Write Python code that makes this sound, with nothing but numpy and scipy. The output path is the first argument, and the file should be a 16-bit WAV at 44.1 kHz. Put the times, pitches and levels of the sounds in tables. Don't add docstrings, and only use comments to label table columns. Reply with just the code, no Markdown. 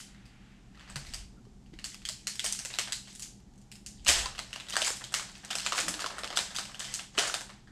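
import sys
import numpy as np
from scipy import signal
from scipy.fft import rfft, irfft
from scipy.io import wavfile

SR = 44100
rng = np.random.default_rng(int(sys.argv[2]) if len(sys.argv) > 2 else 0)


def transcribe(u):
    v = np.clip(np.atleast_2d(u).T, -1, 1)
    q = np.round(v * 32767).astype(np.int16)
    wavfile.write(sys.argv[1], SR, q)


def natural_amplitude(level_db):
    exponent = np.asarray(level_db, float) / 20
    return 10 ** exponent


N = 340363
LEAD = 4096
BODY_HZ = 1800
MIDDLING_DB = -18.5

# (frequency [Hz], level [dB per Hz])
FOIL_COLOUR = [(180, -26.5), (300, 16.5), (600, 6.5), (850, 3.5), (1100, -2), (1650, -1.5), (2270, -1),
               (2900, 3), (5000, 3.5), (7000, 4), (8200, 3.5), (9200, -6.5), (11500, -16), (13000, -19),
               (14500, -30.5), (16000, -73.5)]


def snaps():
    # (time [s], peak [dB], ring [Hz], body 0.7-1.8 kHz [dB], share to the walls [dB])
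    earlier_snap = [
        (-0.02, -24, 9500, -27, 2.7),
    ]
    lift_snaps = [(0.1475, -44, 2000, -9, 3), (0.256, -45.5, 4500, -28, 12), (0.748, -47.5, 2010, -15, 12),
                  (0.775, -46, 1325, -15, 7), (0.796, -40.5, 2900, -8, 4), (0.8095, -39, 2490, -6, 1),
                  (0.816, -46, 3300, -20, 0), (0.827, -43, 2600, -20, 0), (0.845, -50, 3500, -20, 0),
                  (0.862, -48, 2300, -15, -2), (0.877, -42, 1950, -7, 5), (0.889, -41, 1040, -6, 4),
                  (0.9, -31.5, 7950, -11, 2), (0.9589, -20, 4260, -12.5, 0.5),
                  (1.062, -37.5, 3810, -20, 13), (1.1375, -21.5, 4460, -21, 3),
                  (1.144, -28.5, 4860, -22, -4), (1.453, -51.5, 1120, -31, 7.5), (1.662, -48, 2760, -26, 8),
                  (1.732, -50, 2190, -25, 20), (1.7892, -29, 2730, -17.5, 2), (1.843, -17.5, 4230, -29, 0),
                  (1.945, -29.5, 4840, -18, -1.5), (2.0192, -36.5, 3100, -22, 5),
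                  (2.0528, -16.5, 3100, -49, -2), (2.089, -13, 4100, -33, -4)]
    grip_snaps = [(2.271, -12.5, 4100, -25.5, -0.5), (2.356, -27.5, 4840, -44, 2),
                  (2.395, -11, 2880, -46, -5.5), (2.4441, -12.5, 8700, -17, -0.5),
                  (2.4629, -14, 5860, -25, -4), (2.5249, -12, 8400, -35, -4), (2.55, -23, 6100, -32, -1),
                  (2.591, -20, 6600, -20.5, 1.5), (2.6502, -18.5, 7160, -20, 1.5),
                  (2.703, -30, 2780, -12.5, 8), (2.7396, -22, 3800, -12.5, -2), (2.749, -28, 3800, -24, 7),
                  (2.7874, -6, 2800, -19.5, -5), (2.875, -28, 3650, -7, 5), (2.923, -12, 3900, -28, -1),
                  (3.0742, -39, 2670, -10, 10), (3.129, -37, 7650, -25, 3), (3.152, -28.5, 9000, -47, 3.5),
                  (3.196, -26.5, 9300, -29, 4), (3.2233, -24, 7100, -33, 5.5), (3.4032, -49, 5310, -34, -5),
                  (3.579, -46, 8100, -38, 8), (3.6158, -46, 7200, -32, 7), (3.7168, -32, 5600, -51, 6),
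                  (3.755, -38.5, 4940, -46, 7.5), (3.863, -23.5, 7200, -60, 2), (3.996, -46, 3210, -27, 0)]
    tear_snaps = [(4.0368, -57, 3010, -30, 0), (4.0488, -26.5, 7100, -43, -6), (4.0625, -21, 2880, -20, 2),
                  (4.0674, -12.5, 3000, -15.5, -2), (4.077, -9, 2720, -23, 3.5),
                  (4.0823, -1.5, 6600, -42, -4), (4.0891, -3, 2950, -16, -2),
                  (4.098, -10, 4630, -15.5, 1.5), (4.2587, -17.5, 1110, -19, -6),
                  (4.3508, -33.5, 3000, -13, 8.5), (4.381, -26, 2860, -11.5, 4),
                  (4.3915, -16.5, 3860, -14, -4.5), (4.5304, -20, 2920, -18.5, 0),
                  (4.5604, -24, 2780, -10.5, -1.5), (4.6002, -25, 2720, -19, 2.5),
                  (4.6683, -35, 3100, -13, 1), (4.6863, -26.5, 3560, -22, 5.5),
                  (4.699, -23.5, 7000, -18, 0.5), (4.7249, -22.5, 3050, -23, 5),
                  (4.7357, -22, 3700, -17, -5), (4.74, -19, 3500, -12.5, -5), (4.7565, -16, 1520, -18, -18),
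                  (4.7669, -8.5, 4200, -8, -6.5), (4.8188, -8.5, 2960, -24, -5),
                  (4.847, -15, 7200, -21, -1), (4.8637, -14, 7650, -19, 1.5), (4.872, -17, 7400, -13.5, 5),
                  (4.904, -21, 4960, -13, -4), (4.9632, -30, 6100, -26, 9), (5.011, -42.5, 2570, 5, 10),
                  (5.041, -20.5, 3200, -41, -0.5), (5.1224, -30.5, 8080, -9, 7.5),
                  (5.1412, -11.5, 6900, -35, -0.5), (5.1412, -12, 2140, -14.5, -3.5),
                  (5.162, -25.5, 2270, -23, 9), (5.2892, -36.5, 3800, -11.5, 9.5),
                  (5.354, -30.5, 2500, -39, 1)]
    peel_snaps = [(5.434, -45.5, 2630, -3, 18.5), (5.449, -25.5, 6740, -23, -2),
                  (5.4916, -39, 3170, -12, 5), (5.5051, -20, 2980, -17, 8), (5.508, -20, 2800, -25, -9),
                  (5.531, -25, 3850, -14, -7), (5.5541, -14, 6500, -14.5, -3.5),
                  (5.5852, -17, 4240, -28, -4), (5.603, -22, 4420, -36, -18), (5.656, -20, 2960, -22, -11),
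                  (5.6636, -10, 2600, -16.5, -4), (5.7225, -13, 1380, -8, -1), (5.759, -22, 5270, -9, 3),
                  (5.771, -19, 6940, -24, 3.5), (5.7808, -11, 2500, -15, 1), (5.79, -16.5, 1400, -17, -3),
                  (5.8022, -13, 7100, -25, -2), (5.882, -19.5, 2900, -5.5, -1.5),
                  (5.8837, -12.5, 9550, -28, -1.5), (5.941, -18.5, 3700, -16, -3.5),
                  (5.9935, -22, 1400, -9.5, 2), (6.001, -25, 4250, -18, 10), (6.0208, -24, 4050, -7, 0),
                  (6.043, -25.5, 886, 4, -2), (6.0623, -16, 1040, -37, -3), (6.106, -29, 1320, -12, -8),
                  (6.1834, -27, 8550, -3, 5), (6.189, -29.5, 876, -17, 4), (6.235, -22.5, 955, -1.5, -3),
                  (6.2446, -18, 3100, -9.5, -2.5), (6.276, -22.5, 3070, -31, -5),
                  (6.3037, -23, 1380, -6.5, -1.5), (6.328, -26.5, 1390, -3, 3)]
    pull_snaps = [(6.359, -23, 3840, -27, 11), (6.3727, -5, 3550, -17.5, -8),
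                  (6.39, -12, 3570, -10.5, -10.5), (6.5066, -33.5, 3520, -8.5, 9.5),
                  (6.548, -26.5, 4500, -16, 8.5), (6.5634, -15.5, 3600, -42, 0),
                  (6.586, -16, 3980, -11.5, -0.5), (6.654, -26.5, 4100, -16, -9),
                  (6.7178, -37, 5340, -8.5, -1), (6.7457, -27, 3080, -14, 2), (6.795, -21, 7340, -20, 3.5),
                  (6.8056, -21, 1610, -16, -2), (6.8445, -24, 3000, -25, 5.5), (6.9246, -32, 4470, -19, 3),
                  (6.9403, -12, 7400, -43, -4.5), (6.995, -23, 2930, -12.5, 1),
                  (7.1512, -36.5, 1420, -4, 3), (7.176, -22, 2500, -11, -6), (7.1797, -13, 2900, -5.5, -4),
                  (7.1872, -4.5, 3000, -22, -3.5), (7.237, -28.5, 1420, 4.5, -7),
                  (7.2726, -22, 7030, -27, 7.5), (7.279, -29, 1380, -4, 4), (7.298, -20, 1460, -18, -2),
                  (7.3418, -9.5, 3580, -14.5, -5), (7.4092, -23, 7800, -9.5, -0.5),
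                  (7.4944, -35.5, 2120, -7, 7.5), (7.674, -48, 1880, -5.5, 12),
                  (7.7157, -22.5, 9000, -26.5, -2.5)]
    # (time [s], peak [dB], ring [Hz])
    ticks = [(0.0028, -34.5, 1660), (0.8966, -44, 1680), (1.0176, -43, 1540), (1.051, -40, 1640),
             (1.1283, -37, 3060), (1.152, -35, 4900), (1.8592, -25, 7880), (1.9016, -34, 7620),
             (2.077, -32, 6340), (2.4411, -26, 4000), (2.4535, -20, 8200), (2.7324, -32, 4520),
             (2.9, -38, 1640), (3.2169, -37, 8570), (3.26, -36, 4520), (3.538, -52, 6500),
             (3.558, -51, 7000), (3.8883, -43, 7100), (4.1925, -18, 2950), (4.4771, -44, 5080),
             (4.5072, -41, 4740), (4.5836, -35, 2630), (4.6206, -38, 2580), (4.6455, -42.5, 2150),
             (4.706, -28, 5700), (4.9708, -41, 7660), (5.1935, -34, 1380), (5.1972, -21.5, 1470),
             (5.3174, -36, 7540), (5.3805, -40, 7360), (5.574, -31, 6420), (5.579, -28, 5770),
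             (5.5984, -21, 2800), (5.6156, -30, 5250), (5.6939, -32, 7240), (5.7505, -26, 1030),
             (5.8669, -29, 6120), (6.0051, -26, 4450), (6.1673, -48, 1250), (6.3231, -34, 1380),
             (6.3483, -34, 3230), (6.3994, -18.5, 2330), (6.4759, -38, 3830), (6.6602, -39, 4820),
             (6.6705, -39, 2840), (6.6956, -38, 1250), (6.822, -27, 1800), (6.868, -34, 3000),
             (6.951, -22, 7020), (6.9581, -25, 7240), (6.9908, -27, 1720), (7.1843, -19, 1210),
             (7.2301, -23, 1550), (7.25, -27, 3190), (7.5016, -41, 1190)]
    tick_body_db, tick_wall_db = -24, -1
    rows = earlier_snap + lift_snaps + grip_snaps + tear_snaps + peel_snaps + pull_snaps
    rows = rows + [(*tick, tick_body_db, tick_wall_db) for tick in ticks]

    slip_share, slip_rise_s, slip_t60_s = 0.26, 0.0004, 0.005
    length = 400
    t = np.arange(length) / SR
    slips = slip_share * rng.standard_normal((len(rows), length))
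    slips = slips * np.tanh(t / slip_rise_s) * natural_amplitude(-60 * t / slip_t60_s)
    first_blow = t == 0
    direct = cracks(rows, 0.85 * first_blow + slips, 0.49, 2.9)
    around = cracks(rows, first_blow + slips / 3, 0.29, 0.1)

    # (delay [s], level [dB])
    near_echoes = [
        (.0007, -5.5),
        (.0016, -6.5),
    ]
    shifts = 1 + 0.12 * rng.uniform(-1.1, 1, (len(rows), 2))
    signs = np.sign(slips[:, 9])
    wall_base_db, wall_db_per_db = 2.5, 0.26
    out = np.zeros((6, LEAD + N + 600))
    for k, (s, peak_db, _, _, wall_db) in enumerate(rows):
        position = k % 3
        at = LEAD + round((s - slip_rise_s) * SR)
        out[position, at:at + length] += natural_amplitude(peak_db - 3.6) * signs[k] * direct[k]
        for (lag_s, echo_db), shift in zip(near_echoes, shifts[k]):
            later = at + round(lag_s * shift * SR)
            out[position, later:later + length] += natural_amplitude(peak_db - 2.0 + echo_db) * signs[k] * direct[k]
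        to_walls_db = peak_db + wall_base_db + wall_db + wall_db_per_db * (peak_db - MIDDLING_DB)
        out[3 + position, at:at + length] += natural_amplitude(to_walls_db) * around[k]
    return out[:, :LEAD + N]


def cracks(rows, blows, ring_share, boom_db):
    def peak_one(x):
        return x / np.abs(x).max(axis=-1, keepdims=True)

    _, peak_db, hz, body_db, _ = np.transpose(rows)[:, :, None]
    sparkle_hz = 5310
    broad = coloured(blows, FOIL_COLOUR)
    facet = np.array([resonance(blow, f, 0.1 * f + 130) for blow, f in zip(blows, hz[:, 0])])
    octaves = np.log2(hz / 3000)
    middle_db = -1.5 * octaves
    sparkle_db = -15 + 3 * octaves + 0.3 * (peak_db - MIDDLING_DB)
    bright = ring_share * peak_one(facet)
    bright = bright + 0.5 * natural_amplitude(middle_db) * peak_one(band(broad, BODY_HZ, sparkle_hz))
    bright = bright - natural_amplitude(sparkle_db + 7.0) * peak_one(band(broad, sparkle_hz, 14000))
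    body = peak_one(band(broad, 700, BODY_HZ))
    return peak_one(bright) - natural_amplitude(body_db + boom_db) * body


def crackle():
    # (time [s], held [s], level [dB], body 0.7-1.8 kHz [dB])
    hand_moves = [(0.0, 0.0029, -44.5, -16), (0.15, 0.1, -85, 3), (0.8, 0.035, -60, 4),
                  (0.875, 0.04, -59.5, 1), (0.96, 0.22, -52.5, -2.5), (1.9, 0.026, -49, -23),
                  (2.12, 0.25, -58, -14), (2.455, 0.015, -33, -28), (2.55, 0.16, -57, -20),
                  (3.05, 0.044, -49.5, -33), (3.95, 0.033, -60, -43), (4.102, 0.074, -30, -4),
                  (4.22, 0.0093, -44, 23), (4.4, 0.324, -57, 3), (4.769, 0.09, -34.5, -3),
                  (4.85, 0.013, -38, -20), (4.96, 0.13, -55, 1), (5.169, 0.035, -42.5, 1),
                  (5.35, 0.28, -53, -2), (5.619, 0.041, -38.5, -4.5), (5.78, 0.0068, -41, 11),
                  (5.9, 0.28, -52, 9.5), (6.28, 0.11, -56, 11), (6.399, 0.0059, -33.5, -4),
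                  (6.57, 0.14, -50.5, 0.5), (6.8, 0.14, -45, -3.5), (7.193, 0.058, -33.5, 2.5),
                  (7.4, 0.19, -62.5, 3)]
    power = swells(hand_moves, 412, 222)
    linger_db, linger_db_per_s, still_db = -30, 41, -102
    power = power + natural_amplitude(linger_db) ** 2 * swells(hand_moves, 2 * linger_db_per_s, linger_db_per_s)
    total = power.sum(0) + natural_amplitude(still_db) ** 2
    level_db = every_sample(10 * np.log10(total))
    body_db = every_sample(np.transpose(hand_moves)[3] @ power / total)

    per_s = np.clip(1200 * natural_amplitude(0.77 * (level_db + 44.5)), 500, 9000)
    sizes = natural_amplitude(4.5 * np.minimum(rng.exponential(1, (3, N)), 4)) * rng.choice([-1, 1], (3, N))
    struck = rng.random((3, N)) < per_s / 3 / SR
    clicks = coloured(sizes * struck / np.sqrt(per_s), FOIL_COLOUR)
    sparkle_db = np.clip(0.92 * (level_db + 56.0), -16, 0)
    bright = band(clicks, BODY_HZ, 5050) - natural_amplitude(sparkle_db) * band(clicks, 6600, 19000)
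    body = rms_one(band(clicks, 660, BODY_HZ))
    walls = natural_amplitude(level_db - 12.5) * (rms_one(bright) - natural_amplitude(body_db - 0.5) * body)
    flips = pips(level_db - 12.0)
    direct = natural_amplitude(-18.0) * walls + flips
    around = walls + natural_amplitude(0.5) * flips
    return np.pad(np.vstack([direct, around]), [(0, 0), (LEAD, 0)])


def pips(level_db):
    pips_per_s, pips_db, ring_cycles = 180, -2.5, 19
    sizes = natural_amplitude(3 * np.minimum(rng.exponential(1, N), 3)) * (rng.random(N) < pips_per_s / SR)
    pitches = np.geomspace(1800, 8000, 15)
    dealt = rng.integers(0, 15, N)
    out = np.zeros((3, N))
    for k, hz in enumerate(pitches):
        hits = sizes * (dealt == k) + 1e-18
        out[k % 3] += np.sqrt(hz) * resonance(hits, hz, 1.1 * hz / ring_cycles)
    return natural_amplitude(level_db + pips_db) * rms_one(coloured(out, FOIL_COLOUR))


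def squeak():
    # (time [s], held [s], level [dB], pitch [Hz])
    skin_slips = [
        (1.372, 0.018, -66, 1350),
        (6.872, 0.044, -53, 2010),
        (1.33, .08, -59.5, 230),
        (5.852, 0.024, -47, 274),
        (5.875, 0.037, -44.5, 200),
    ]
    out = np.zeros(N)
    for power, (_, _, _, hz) in zip(swells(skin_slips, 2000, 900), skin_slips):
        out += every_sample(np.sqrt(power)) * rms_one(resonance(rng.standard_normal(N), hz, 30))
    return out


def rub():
    # (time [s], held [s], level [dB])
    slides = [
        (0.08, 0.45, -65.5),
        (0.45, 0.12, -75),
        (0.8, 0.1, -60.5),
    ]
    height = every_sample(np.sqrt(swells(slides, 150, 55.7).sum(0)))
    return height * rms_one(band(rng.standard_normal(N), 1170, 3250))


def desk():
    # (time [s], held [s], level [dB])
    leans = [
        (0.98, 0.23, -48.5),
        (1.5, 0.33, -58.5),
        (3.4, 0.077, -58),
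        (4.0, 0.06, -49.5),
        (4.15, 0.079, -42.5),
        (7.6, 0.043, -63),
    ]
    # (time [s], level [dB], pitch [Hz], decay
    # by 60 dB [s])
    knocks = [(0.962, -35, 140, 0.21), (1.468, -48, 409, 0.05), (1.735, -42, 320, 0.06),
              (1.76, -44, 45, 0.12), (1.79, -47, 185, 0.07), (4.088, -33, 69, 0.35),
              (5.831, -47.5, 324, 0.53), (4.259, -27.5, 1020, 0.06), (7.179, -37.5, 274, 0.056),
              (7.19, -32, 710, 0.081), (7.183, -27, 413, 0.068), (1.4, -53, 200, 0.11),
              (1.1, -46, 239, 0.09), (1.721, -44.5, 167, 0.14), (2.1, -45, 630, .05),
              (2.65, -46, 516, 0.045), (2.788, -44, 750, 0.044), (5.95, -46, 302, 0.17),
              (4.09, -39.5, 286, .1), (4.905, -33, 450, 0.02), (5.508, -39, 750, 0.064),
              (7.2, -33, 700, 0.027), (4.821, -27, 626, 0.029), (5.9, -45, 312, 0.22)]
    rest_db = -61
    t = np.arange(N) / SR
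    height = every_sample(np.sqrt(swells(leans, 106, 92).sum(0) + natural_amplitude(rest_db) ** 2))
    out = height * rms_one(band(rng.standard_normal(N), 22.7, 60.5))
    for s, level_db, hz, t60 in knocks:
        since = np.clip(t - s, 0, None)
        out += natural_amplitude(level_db - 60 * since / t60) * np.sin(2 * np.pi * hz * since) * np.tanh(since / 0.00062)
    return out


def room(x):
    # (frequency [Hz], time to fall 60 dB [s])
    decay_times = [(300, 0.42), (1300, 0.27), (3500, 0.4), (9000, 0.35), (15000, 0.27)]
    # (frequency [Hz], level [dB])
    wall_colour = [(300, -7.5), (1500, 1.5), (3000, -2.5), (7500, 0), (15000, 4)]
    # (delay [s], level [dB])
    reflections = [
        (.007, -13),
        (.0076, -11.5),
        (.0081, -12),
        (.0087, -12),
        (.0102, -18.5),
        (0.0162, -19.5),
    ]
    tail_db, tail_start_s = -0.5, 0.0022
    t = np.arange(SR // 2) / SR
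    edges = 250 * 2 ** np.arange(0, 6.4, 0.5)
    white = rng.standard_normal((2, 3, len(t)))
    tails = np.zeros((3, len(t)))
    for k, (low, high) in enumerate(zip(edges, edges[1:])):
        t60 = at_hz(decay_times, np.sqrt(low * high))
        tails += band(white[k % 2], low, high) * natural_amplitude(-60 * t / t60)
    tails = coloured(tails * np.clip(t / tail_start_s - 0.5, 0, 1), wall_colour)
    direct = np.tile(1.0 * (t == 0), (3, 1))
    late = natural_amplitude(tail_db) * rms_one(tails) / np.sqrt(len(t))
    for s, level_db in reflections:
        lags = (s * SR * rng.uniform(0.93, 1.05, 3)).astype(int)
        late[[0, 1, 2], lags] += natural_amplitude(level_db)
    answers = np.vstack([direct, late])
    return signal.fftconvolve(x, answers, axes=1).sum(0)[LEAD:LEAD + N]


def background():
    # (frequency [Hz], level [dB per Hz])
    hiss_colour = [(53, -31.5), (100, -14.5), (200, -1), (400, -12), (560, -25), (800, -15), (1000, -25.5),
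                   (2500, -30.5), (7500, -29), (9500, -38.5), (12700, -45), (13100, -66)]
    # (frequency [Hz], width [Hz], level [dB])
    hum_bands = [
        (49.4, 2.7, -67),
        (123.6, 8, -61.5),
        (196.1, 8.4, -61),
    ]
    hiss_db = -55
    out = natural_amplitude(hiss_db - 6.5) * rms_one(coloured(rng.standard_normal(N), hiss_colour))
    for hz, width_hz, level_db in hum_bands:
        out += natural_amplitude(level_db) * rms_one(resonance(rng.standard_normal(N), hz, width_hz))
    return out


def swells(rows, rise_db_per_s, fall_db_per_s):
    t = np.arange(0, N, 32) / SR
    s, held, level_db = np.transpose(rows)[:3, :, None]
    rise_db = rise_db_per_s * np.clip(s - t, 0, None)
    fall_db = fall_db_per_s * np.clip(t - s - held, 0, None)
    return natural_amplitude(level_db - rise_db - fall_db) ** 2


def every_sample(coarse):
    return np.interp(np.arange(N) / 32, np.arange(len(coarse)), coarse)


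def rms_one(x):
    return x / np.sqrt(np.mean(x ** 2) + 1e-20)


def at_hz(points, hz):
    return np.interp(np.log(hz), np.log(np.array(points)[:, 0]), np.array(points)[:, 1])


def band(x, low_hz, high_hz):
    return signal.sosfilt(signal.butter(2, [low_hz, high_hz], "band", fs=SR, output="sos"), x)


def coloured(x, spectrum):
    cepstrum = irfft(np.log(natural_amplitude(at_hz(spectrum, np.arange(1, 2050) * SR / 4096))))
    cepstrum[1:2048] *= 2
    cepstrum[2049:] = 0
    kernel = irfft(np.exp(rfft(cepstrum)))
    return signal.fftconvolve(np.atleast_2d(x), kernel[None], axes=1)[:, :x.shape[-1]].reshape(x.shape)


def resonance(x, hz, width_hz):
    r = np.exp(-np.pi * width_hz / SR)
    return signal.lfilter([1, 0, -1], [1, -2 * r * np.cos(2 * np.pi * hz / SR), r * r], x)


def scene():
    foil = room(snaps() + crackle())
    mono = foil + desk() + background() + squeak() + rub()
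    return np.array([mono, mono])


def roll_off(x):
    return signal.sosfilt(signal.butter(12, 16460, fs=SR, output="sos"), x)


def record(dry):
    overload = 0.6
    dry = overload * np.tanh(dry / overload)
    dry = signal.sosfilt(signal.cheby2(12, 50, 16400, fs=SR, output="sos"), dry)
    dry = signal.sosfilt(signal.butter(4, 14500, fs=SR, output="sos"), dry)
    smear = rng.standard_normal(96) / np.sqrt(96)
    top = signal.sosfilt(signal.butter(8, [11700, 15300], "band", fs=SR, output="sos"), dry[0])
    apart = natural_amplitude(-3) * signal.fftconvolve(top, smear)[:N]
    return roll_off(dry + apart * [[1], [-1]])


dry = scene()
out = record(dry)
transcribe(out)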